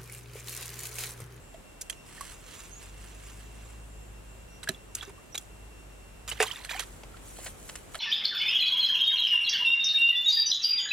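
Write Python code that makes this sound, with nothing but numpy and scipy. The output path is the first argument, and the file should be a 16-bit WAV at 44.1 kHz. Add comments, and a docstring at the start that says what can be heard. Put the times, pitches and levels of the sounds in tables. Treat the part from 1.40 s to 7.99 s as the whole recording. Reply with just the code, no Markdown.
"""Wet mud splats and air pockets pop in slurry as hands work a pond bank; palms rub over gritty wet sand.
One clod plops into a water-filled pit. Behind, a far engine drones, insects sing and small birds whistle.
Splats are torn noise bursts, bubbles decaying sines, sand a stream of clicks; the engine is a few harmonics.
Late on, the work is heard from a nearer spot, in front rather than to the right, and the cricket is gone."""
import sys
import numpy as np
from scipy import signal
from scipy.fft import rfft, irfft, next_fast_len
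from scipy.io import wavfile
from scipy.ndimage import uniform_filter1d, map_coordinates

SR = 44100
rng = np.random.default_rng(int(sys.argv[2]) if len(sys.argv) > 2 else 0)


def digitize_waveform(pressure):
    """Quantize a signal to 16-bit integers and store it at the path in sys.argv[1].

    Rows of a 2-D input are taken as channels; values are limited to [-1, 1].
    """
    field = np.atleast_2d(pressure).T
    bounded = np.clip(field, -1, 1)
    quanta = np.round(bounded * 32767).astype(np.int16)
    wavfile.write(sys.argv[1], SR, quanta)


N = 290607
TIME = np.arange(N) / SR
CLOSER_S = 5.445   # from here on the work is heard from close by, and from the front


def from_db(db):
    """Decibels to gain."""
    return 10 ** (np.asarray(db) / 20)


def rms_one(x):
    """Scale to unit power."""
    return x / np.sqrt(np.mean(x ** 2) + 1e-20)


def in_time(rows):
    """Draw each column of a breakpoint curve out to every sample."""
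    s, *columns = np.transpose(rows)
    return [np.interp(TIME, s, column) for column in columns]


def gate(start, end, edge=0.0084):
    """One between two moments, with soft edges lasting `edge` seconds."""
    return np.clip(np.minimum(TIME - start, end - TIME) / edge + .5, 0, 1)


def nearer_gain(db):
    """A gain that sets in with the move to the nearer spot."""
    return from_db(db * (TIME > CLOSER_S))


def band(x, low_hz, high_hz, order=2):
    """Causal band-pass, its top edge kept safely below half the sample rate."""
    edges = [low_hz, min(high_hz, SR * 9 / 20)]
    return signal.sosfilt(signal.butter(order, edges, "band", fs=SR, output="sos"), x + 1e-18)


def coloured(x, colour):
    """Give noise a smooth spectrum that fades out below its lowest point; rms 1."""
    hz, db = np.transpose(colour)
    size = next_fast_len(N)
    bins = np.maximum(np.fft.rfftfreq(size, 1 / SR), 1)
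    gain = from_db(np.interp(np.log(bins), np.log(hz), db)) * np.minimum(bins / hz[0], 1) ** 2
    return rms_one(irfft(rfft(x, size) * gain, size)[..., :N])


def drift(rate):
    """Smooth random wandering of spread 1, with `rate` new values per second."""
    knots = rng.standard_normal(4096)
    return rms_one(map_coordinates(knots, [TIME * rate], order=2, mode="wrap"))


def stereo_noise(likeness):
    """White noise, partly shared by both ears."""
    mid, side = rng.standard_normal((2, N))
    likeness = np.clip(likeness, 0, 1)
    return np.sqrt(1 + likeness) * mid + np.sqrt(1 - likeness) * side * [[1], [-1]]


def grains(per_s, spread_db, size=N):
    """Tiny clicks of uneven size and either sign at random moments."""
    sizes = from_db(spread_db * np.minimum(rng.exponential(1, size), 4))
    return (rng.random(size) < per_s / SR) * sizes * rng.choice([-1, 1], size)


def add(out, s, sound):
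    """Mix a short sound in at a moment."""
    i = max(int(s * SR), 0)
    out[i:i + len(sound)] += sound[:max(N - i, 0)]


def splats():
    """Mud strikes or parts: every splat has the same four bands, tilted by its brightness."""
    # Mud contacts. Each row: start in seconds, contact length in seconds, level in dB,
    # brightness in dB per octave (heavy clods dull, thin films bright).
    contacts = [(.141, 0.0025, -49.5, -0.5), (.41, 0.011, -47, 8.5), (.497, .0044, -33.5, 4.5),
                (.524, .007, -48, -1), (0.807, 0.0058, -42, 4.5), (3.229, 0.019, -44.5, 1),
                (3.275, 0.0024, -40, -3), (3.287, 0.0069, -27.5, 1.5), (3.5495, 0.0056, -40.5, 8.5),
                (3.625, .01, -40, -2), (3.944, 0.008, -35.5, -2), (3.952, 0.0032, -33.5, 2),
                (3.977, 0.0048, -41, 7.5), (4.876, 0.0035, -35, 0), (4.882, 0.031, -42, 3.5),
                (4.914, 0.023, -38, -2.5), (5, .022, -25, -5), (5.023, 0.011, -23, -1.5),
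                (5.2449, 0.0025, -32.5, 0.5), (5.309, 0.0042, -33.5, -3), (5.3938, 0.0018, -22.5, 1),
                (5.403, 0.0068, -34.5, 1.5), (5.433, 0.0036, -45, 3), (5.633, 0.0034, -42, -4.5),
                (5.766, 0.0026, -44.5, -4), (5.985, 0.0037, -50, -12), (6.058, .026, -39.5, -3),
                (6.29, 0.01, -38, -1), (6.3545, 0.0013, -30.5, 1.5), (6.544, 0.0041, -34.5, -2),
                (6.553, 0.0019, -28, -2)]
    # Body, squelch, spray and mist. Each row: low edge in Hz, high edge in Hz, level in dB, t60 in seconds.
    parts = [(380, 850, -15, 0.026), (1203.7, 3730, -3.5, 0.028), (5650, 10900, -5, 0.026),
             (12000, 15000, -26, 0.025)]
    pivot_hz = 2240   # brightness tilts the bands about this pitch
    out = np.zeros(N)
    for s, length, db, brightness in contacts:
        for low, high, own_db, t60 in parts:
            tilt_db = brightness * np.log2(np.sqrt(low * high) / pivot_hz)
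            add(out, s, from_db(db + own_db + tilt_db) * tearing(length, low, high, t60))
    return out


def tearing(length, low_hz, high_hz, t60, attack=.0016, settle_db=-21, settle_t60=0.26, ragged_db=5.0):
    """Water films tear in clumps of micro-clicks while contact lasts; crumbs and droplets then settle."""
    t = np.arange(SR // 8) / SR
    after = np.maximum(t - length * 0.71, 0)
    decay = from_db(-60 * after / t60)
    settling = from_db(settle_db - 60 * after / settle_t60)
    shape = np.minimum(t / attack, 1) * (decay + settling)
    clumps = from_db(ragged_db * rms_one(uniform_filter1d(rng.standard_normal(len(t)), size=40)))
    clicks = grains(per_s=6000, spread_db=-1.0, size=len(t)) * shape * clumps
    burst = band(clicks, low_hz, high_hz, order=3 if high_hz < 2000 else 2)
    # the energy equals that of a unit-rms sound lasting as long as the contact
    return burst * np.sqrt(length * SR / (np.sum(burst ** 2) + 1e-20))


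def plop():
    """The water-filled pit answers the falling clod with a low thud."""
    out = np.zeros(N)
    thud = tearing(length=0.011, low_hz=103, high_hz=262, t60=0.045)
    add(out, 3.288, from_db(-36.5) * thud)
    return out


def pops():
    """The larger air pockets, one by one: mud damps a buried one, a free one rings on and climbs."""
    # Loudest air pockets. Each row: start in seconds, level in dB, pitch in Hz,
    # freedom (no unit: 0 buried in mud, 1 at the surface).
    pockets = [(.143, -39.5, 654, 0.25), (.4985, -29.5, 3250, 0.33), (.499, -32, 2510, 0),
               (.528, -40, 3030, .3), (.779, -42, 1780, .5), (.809, -29, 1120, 0.33), (3.23, -40, 1508, .1),
               (3.232, -31, 3900, 0.05), (3.274, -25, 1644, 0), (3.29, -31.5, 635, 0),
               (3.2906, -24.5, 1707, 0), (3.291, -20.5, 3950, 0), (3.292, -29.5, 386, 0),
               (3.346, -40.5, 3400, 0.36), (3.551, -29, 5720, 0.17), (3.61, -31, 3340, .3),
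               (3.626, -35.5, 1480, 0.38), (3.677, -38.5, 391, 0.49), (3.779, -47.5, 1100, 0.85),
               (3.954, -29.5, 3700, 0.77), (3.977, -27.5, 3370, 0.322), (4.89, -29.5, 2950, 0.55),
               (4.914, -26, 2730, 0.72), (5.002, -16.5, 426, 0.18), (5.002, -17, 1860, 0.28),
               (5.003, -28, 730, 0.0069), (5.017, -19, 2660, 0), (5.026, -24.5, 757, 0.036),
               (5.082, -31.5, 3130, .55), (5.112, -27.5, 3080, 0.82), (5.159, -32, 3534, 0.071),
               (5.294, -26.5, 2380, 0.12), (5.311, -37, 1527, 1), (5.349, -32.5, 791, .6),
               (5.743, -39, 1372, 0), (6.546, -29.5, 1320, 0)]
    ring_s, ring_hz, ring_slope = 0.044, 980, 0.67   # t60 of a buried pocket at this pitch; higher ones die sooner
    free_ring, free_rise_octaves = 1.35, 0.88   # at the surface: this many times longer again, and this climb
    out = np.zeros(N)
    for s, db, hz, freedom in pockets:
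        free = np.clip(freedom, 0, 1)
        t60 = ring_s * (ring_hz / hz) ** ring_slope * (1 + free_ring * free)
        add(out, s, from_db(db) * bubble(hz, t60, free_rise_octaves * free ** 2))
    return out


def bubble(hz, t60, rise, swell_cycles=0.71, wobble=0.044):
    """An air pocket swells into ringing; mud squeezes its pitch about, and it climbs by `rise` octaves."""
    t = np.arange(int(t60 * SR) + 2) / SR
    squeeze = np.interp(t, np.linspace(0, t60, num=16), rng.standard_normal(size=16))
    octaves = rise * t / t60 + wobble * squeeze
    phase = 2 * np.pi * np.cumsum(hz * 2 ** octaves) / SR
    swell = 1 - np.exp(-t * hz / swell_cycles)
    return np.sin(phase) * np.exp(-np.log(1000) * t / t60) * swell


def slurry(bubble_db=-2.0, fizz_db=-5.5, sticky_db=-10):
    """Stirred slurry: gliding bubbles, a spray of tiny ones, bursting films and sticky crackle, in spurts."""
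    # Handfuls stirring the slurry. Each row: start in seconds, end in seconds, level in dB at the start.
    stirs = [(3.556, 3.706, -47.5), (4.88, 4.99, -44.5), (4.99, 5.3, -38.5), (5.294, 5.443, -39),
             (5.962, 6.117, -53.5)]
    settle_db_per_s = 44   # stirred slurry calms down
    bubbles = swarm(per_s=620, low_hz=750, high_hz=3900, cycles=40, spread_db=3.4, rise=1)
    tiny = swarm(per_s=400, low_hz=3000, high_hz=11500, cycles=40, spread_db=4, rise=.2)
    films = rms_one(band(grains(per_s=4000, spread_db=4), 2500, 12000, order=1))
    sticky = rms_one(band(grains(per_s=1100, spread_db=2.5), 830, 4100))
    fizz = rms_one(tiny + films)
    spurts = rms_one(from_db(2 * drift(90)))
    stirring = np.zeros(N)
    for start, end, db in stirs:
        calming_db = settle_db_per_s * np.maximum(TIME - start, 0)
        stirring += from_db(db - calming_db) * gate(start, end)
    mix = from_db(bubble_db) * bubbles + from_db(fizz_db) * fizz + from_db(sticky_db) * sticky
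    return spurts * stirring * mix


def swarm(per_s, low_hz, high_hz, cycles, spread_db, rise):
    """Bubbles born at random, the small high ones most often, each ringing for some cycles; rms 1."""
    out = np.zeros(N)
    for when, size, strength, climb in rng.random((int(per_s * N / SR), 4)):
        hz = low_hz * (high_hz / low_hz) ** np.sqrt(size)
        gain = from_db(-spread_db * np.log(strength + 0.04))
        add(out, when * N / SR, gain * bubble(hz, cycles / hz, rise * climb))
    return rms_one(out)


def rubbing(pivot_hz=5000):
    """Fine sand and a few coarse crumbs drag under the palm, which sticks and slips; strokes swell and fade."""
    # Palms sliding on wet sand. Each row: middle in seconds, half-length in seconds, level in dB.
    slides = [(0.749, 0.068, -52), (.88, 0.062, -49), (1.167, 0.11, -49.5), (1.433, 0.047, -52),
              (1.653, 0.098, -54.5), (1.873, 0.066, -52.5), (2.021, 0.039, -55), (2.22, 0.13, -59),
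              (5.5, 0.086, -58), (5.891, 0.045, -50.5), (5.996, 0.04, -48.5), (6.067, 0.036, -44),
              (6.28, 0.091, -51), (6.57, 0.057, -54)]
    # Spectrum of rubbed sand. Each row: frequency in Hz, relative level in dB per Hz.
    sand_colour = [(400, -39), (1000, 4), (2800, 4), (4700, -1.5), (7500, 3.5), (10000, 1), (13000, -9),
                   (16000, -9)]
    # sand is brighter when pressed harder than this level, and when heard from close by
    pivot_db, brightens = -50, 0.12   # dB; dB per octave per dB
    close_brightness = 6.5   # dB per octave
    stick_slip = from_db(1.7 * drift(110))
    sand = rms_one(grains(per_s=7000, spread_db=3.5) * stick_slip)
    crumbs = rms_one(grains(per_s=400, spread_db=4))
    grit = sand + crumbs / 2
    out = np.zeros(N)
    for s, half, db in slides:
        brightness = brightens * (db - pivot_db) + close_brightness * (s > CLOSER_S)
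        colour = [(hz, own + brightness * np.log2(hz / pivot_hz)) for hz, own in sand_colour]
        swell = np.exp(-((TIME - s) / half) ** 2 / 2)
        fresh_grit = np.roll(grit, rng.integers(N))   # every stroke meets another patch of sand
        out += from_db(db) * swell * coloured(fresh_grit, colour)
    return out


def on_the_bank(x, side_db=4, front_db=1.0, side_lag=0.96, front_lag=-1.33, bank_db=-19, bank_t60=0.16):
    """Sound comes from the right, later from the front; lumps scatter the treble, the bank adds a faint tail."""
    in_front = TIME > CLOSER_S
    pan_db = np.where(in_front, front_db, side_db)   # right over left
    lag = np.where(in_front, front_lag, side_lag)   # left ear behind the right, in samples
    left = map_coordinates(x, [np.arange(N) - lag], order=3)
    # two scattered treble patterns trade places at random, so the ears differ from moment to moment
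    treble, place = band(x, 2700, 22000, order=1), np.pi * drift(20)
    lumps = from_db(-4) * sum(scatter(treble * np.sin(place + turn), t60=.008) for turn in (0, np.pi / 2))
    direct = np.array([left, x])
    return (direct + lumps) * from_db([-pan_db / 2, pan_db / 2]) + from_db(bank_db) * scatter(x, bank_t60)


def scatter(x, t60):
    """A short burst of dense echoes, different at each ear, of unit power."""
    t = np.arange(SR // 6) / SR
    tails = rng.standard_normal((2, len(t))) * np.exp(-np.log(1000) * t / t60)
    tails = tails / np.sqrt(np.sum(tails ** 2, axis=1, keepdims=True))
    return signal.oaconvolve(x[None], tails, axes=1)[:, :N]


def birds(quaver_hz=95):
    """Thin arched whistles with a quick quaver, fluttering on their way through the air."""
    # Bird calls. Each row: start in seconds, length in seconds, level in dB before the flutter,
    # pitch in Hz, glide in octaves.
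    calls = [(1.302, 0.1, -49, 6600, 0.1), (2.387, 0.14, -61, 8830, .1), (3.105, .088, -60, 5760, .02),
             (3.921, 0.024, -49, 5790, -0.027), (6.36, 0.043, -56, 11300, -0.1)]
    arch_octaves = 0.0206   # bends each whistle upwards in its middle
    quaver = quaver_hz * drift(500)
    flutter = from_db(3 * drift(120) - 2)
    out = np.zeros(N)
    for s, length, db, pitch, glide in calls:
        u = np.linspace(-1, 1, int(length * SR))
        octaves = glide * u / 2 - arch_octaves * u ** 2
        hz = pitch * 2 ** octaves + quaver[int(s * SR):][:len(u)]
        whistle = np.sin(2 * np.pi * np.cumsum(hz) / SR)
        add(out, s, from_db(db) * np.sqrt(1 - u ** 2) * whistle)
    return out * flutter


def engine(orders_db=(-1, -11, -21, -23), waver_db=0.2):
    """Only the lowest firing orders of the engine carry this far, wavering a little on the way."""
    # Far engine, as a curve. 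Each row: time in seconds, firing rate in Hz, level in dB.
    running = [(0.0, 40.5, -60), (0.59, 37.46, -58), (0.9, 43, -55.5), (1.23, 43.65, -55.5),
               (1.58, 49.73, -46), (2.29, 54.2, -46), (2.77, 51.3, -47.5), (3.03, 52.7, -51),
               (3.72, 47.5, -54.5), (3.95, 52.1, -67), (4.09, 50.7, -51), (4.31, 54, -48.5),
               (4.62, 47.4, -53.5), (4.92, 56.35, -45.5), (5.17, 45.97, -56), (5.36, 50, -50),
               (6.31, 47.8, -58.5), (6.59, 51.3, -72)]
    hz, db = in_time(running)
    phase = 2 * np.pi * np.cumsum(hz) / SR
    drone = np.zeros(N)
    for order, own_db in enumerate(orders_db, start=1):
        drone += from_db(db + own_db + waver_db * drift(6.2)) * np.sin(order * phase)
    return np.sqrt(2) * drone


def insects():
    """A cricket's thin trill with short breaks, and another insect's pulsing rasps."""
    return cricket() + rasping()


def cricket(hz=2738, width_hz=14, tone_db=-61, octave_db=-75, pause_s=0.032):
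    """A tone of jittery pitch and its octave; the tone is a quarter cycle apart between the ears."""
    # Middles of the short breaks in the trill. Each entry: time in seconds.
    pauses = [.03, .22, 1.02, 2.25, 2.47, 2.68, 3.06, 3.47, 4.05, 4.29, 4.481]
    phase = 2 * np.pi * np.cumsum(hz + width_hz * drift(90)) / SR
    ears = []
    for turn in (0, np.pi / 2):
        octave = from_db(octave_db + 2 * drift(8)) * np.sin(2 * phase)
        ears.append(from_db(tone_db) * np.sin(phase + turn) + octave)
    flutter = from_db(1.8 * drift(25))
    breaks = sum(gate(s - pause_s / 2, s + pause_s / 2, edge=0.026) for s in pauses)
    singing = (TIME < CLOSER_S) * (1 - breaks)
    return np.array(ears) * flutter * singing


def rasping(low_hz=7250, high_hz=7700, rate_hz=56, depth=0.37):
    """Narrow noise pulsing in strength, in softly edged phrases."""
    # Rasping phrases. Each row: start in seconds, end in seconds, level in dB.
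    rasps = [(0, .17, -64.5), (2.226, 2.354, -63), (2.487, 2.71, -65), (2.865, 3.046, -65)]
    phrases = sum(from_db(db) * gate(start, end, edge=0.061) for start, end, db in rasps)
    rasp = rms_one(band(stereo_noise(likeness=0.27), low_hz, high_hz))
    return phrases * rasp * (1 + depth * np.sin(2 * np.pi * rate_hz * TIME))


def air(rumble_db=-56, hiss_db=-53, close_rumble_db=2.5, close_hiss_db=2.24):
    """Low rumble and soft hiss of open country, both a little stronger at the nearer spot."""
    # Spectra of the rumble and of the hiss. Each row: frequency in Hz, relative level in dB per Hz.
    rumble_colour = [(18, -34), (28, -9.5), (42, 2), (65, -2), (100, -5.5), (160, -10.5), (250, -18.5),
                     (500, -49)]
    hiss_colour = [(120, 1.5), (250, 2.5), (450, 2), (900, -3.5), (2000, -8.5), (3000, -11), (4800, -18),
                   (6500, -15.5), (7700, -10.5), (9000, -15.5), (12000, -19), (16000, -29.5)]
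    rumble = coloured(stereo_noise(likeness=0.81), rumble_colour)
    hiss = coloured(stereo_noise(likeness=0.067), hiss_colour)
    low = from_db(rumble_db) * nearer_gain(close_rumble_db) * rumble
    high = from_db(hiss_db) * nearer_gain(close_hiss_db) * hiss
    return low + high


def scene():
    """Mud work, with the birds placed alongside it, in front of the far surroundings."""
    mud_work = splats() + plop() + pops() + slurry() + rubbing()
    return on_the_bank(mud_work + birds()) + engine() + air() + insects()


def record(dry):
    """The top is cut steeply above 16 kHz."""
    return signal.sosfilt(signal.ellip(10, .1, 80, 16000, fs=SR, output="sos"), dry)


dry = scene()
out = record(dry)
digitize_waveform(out)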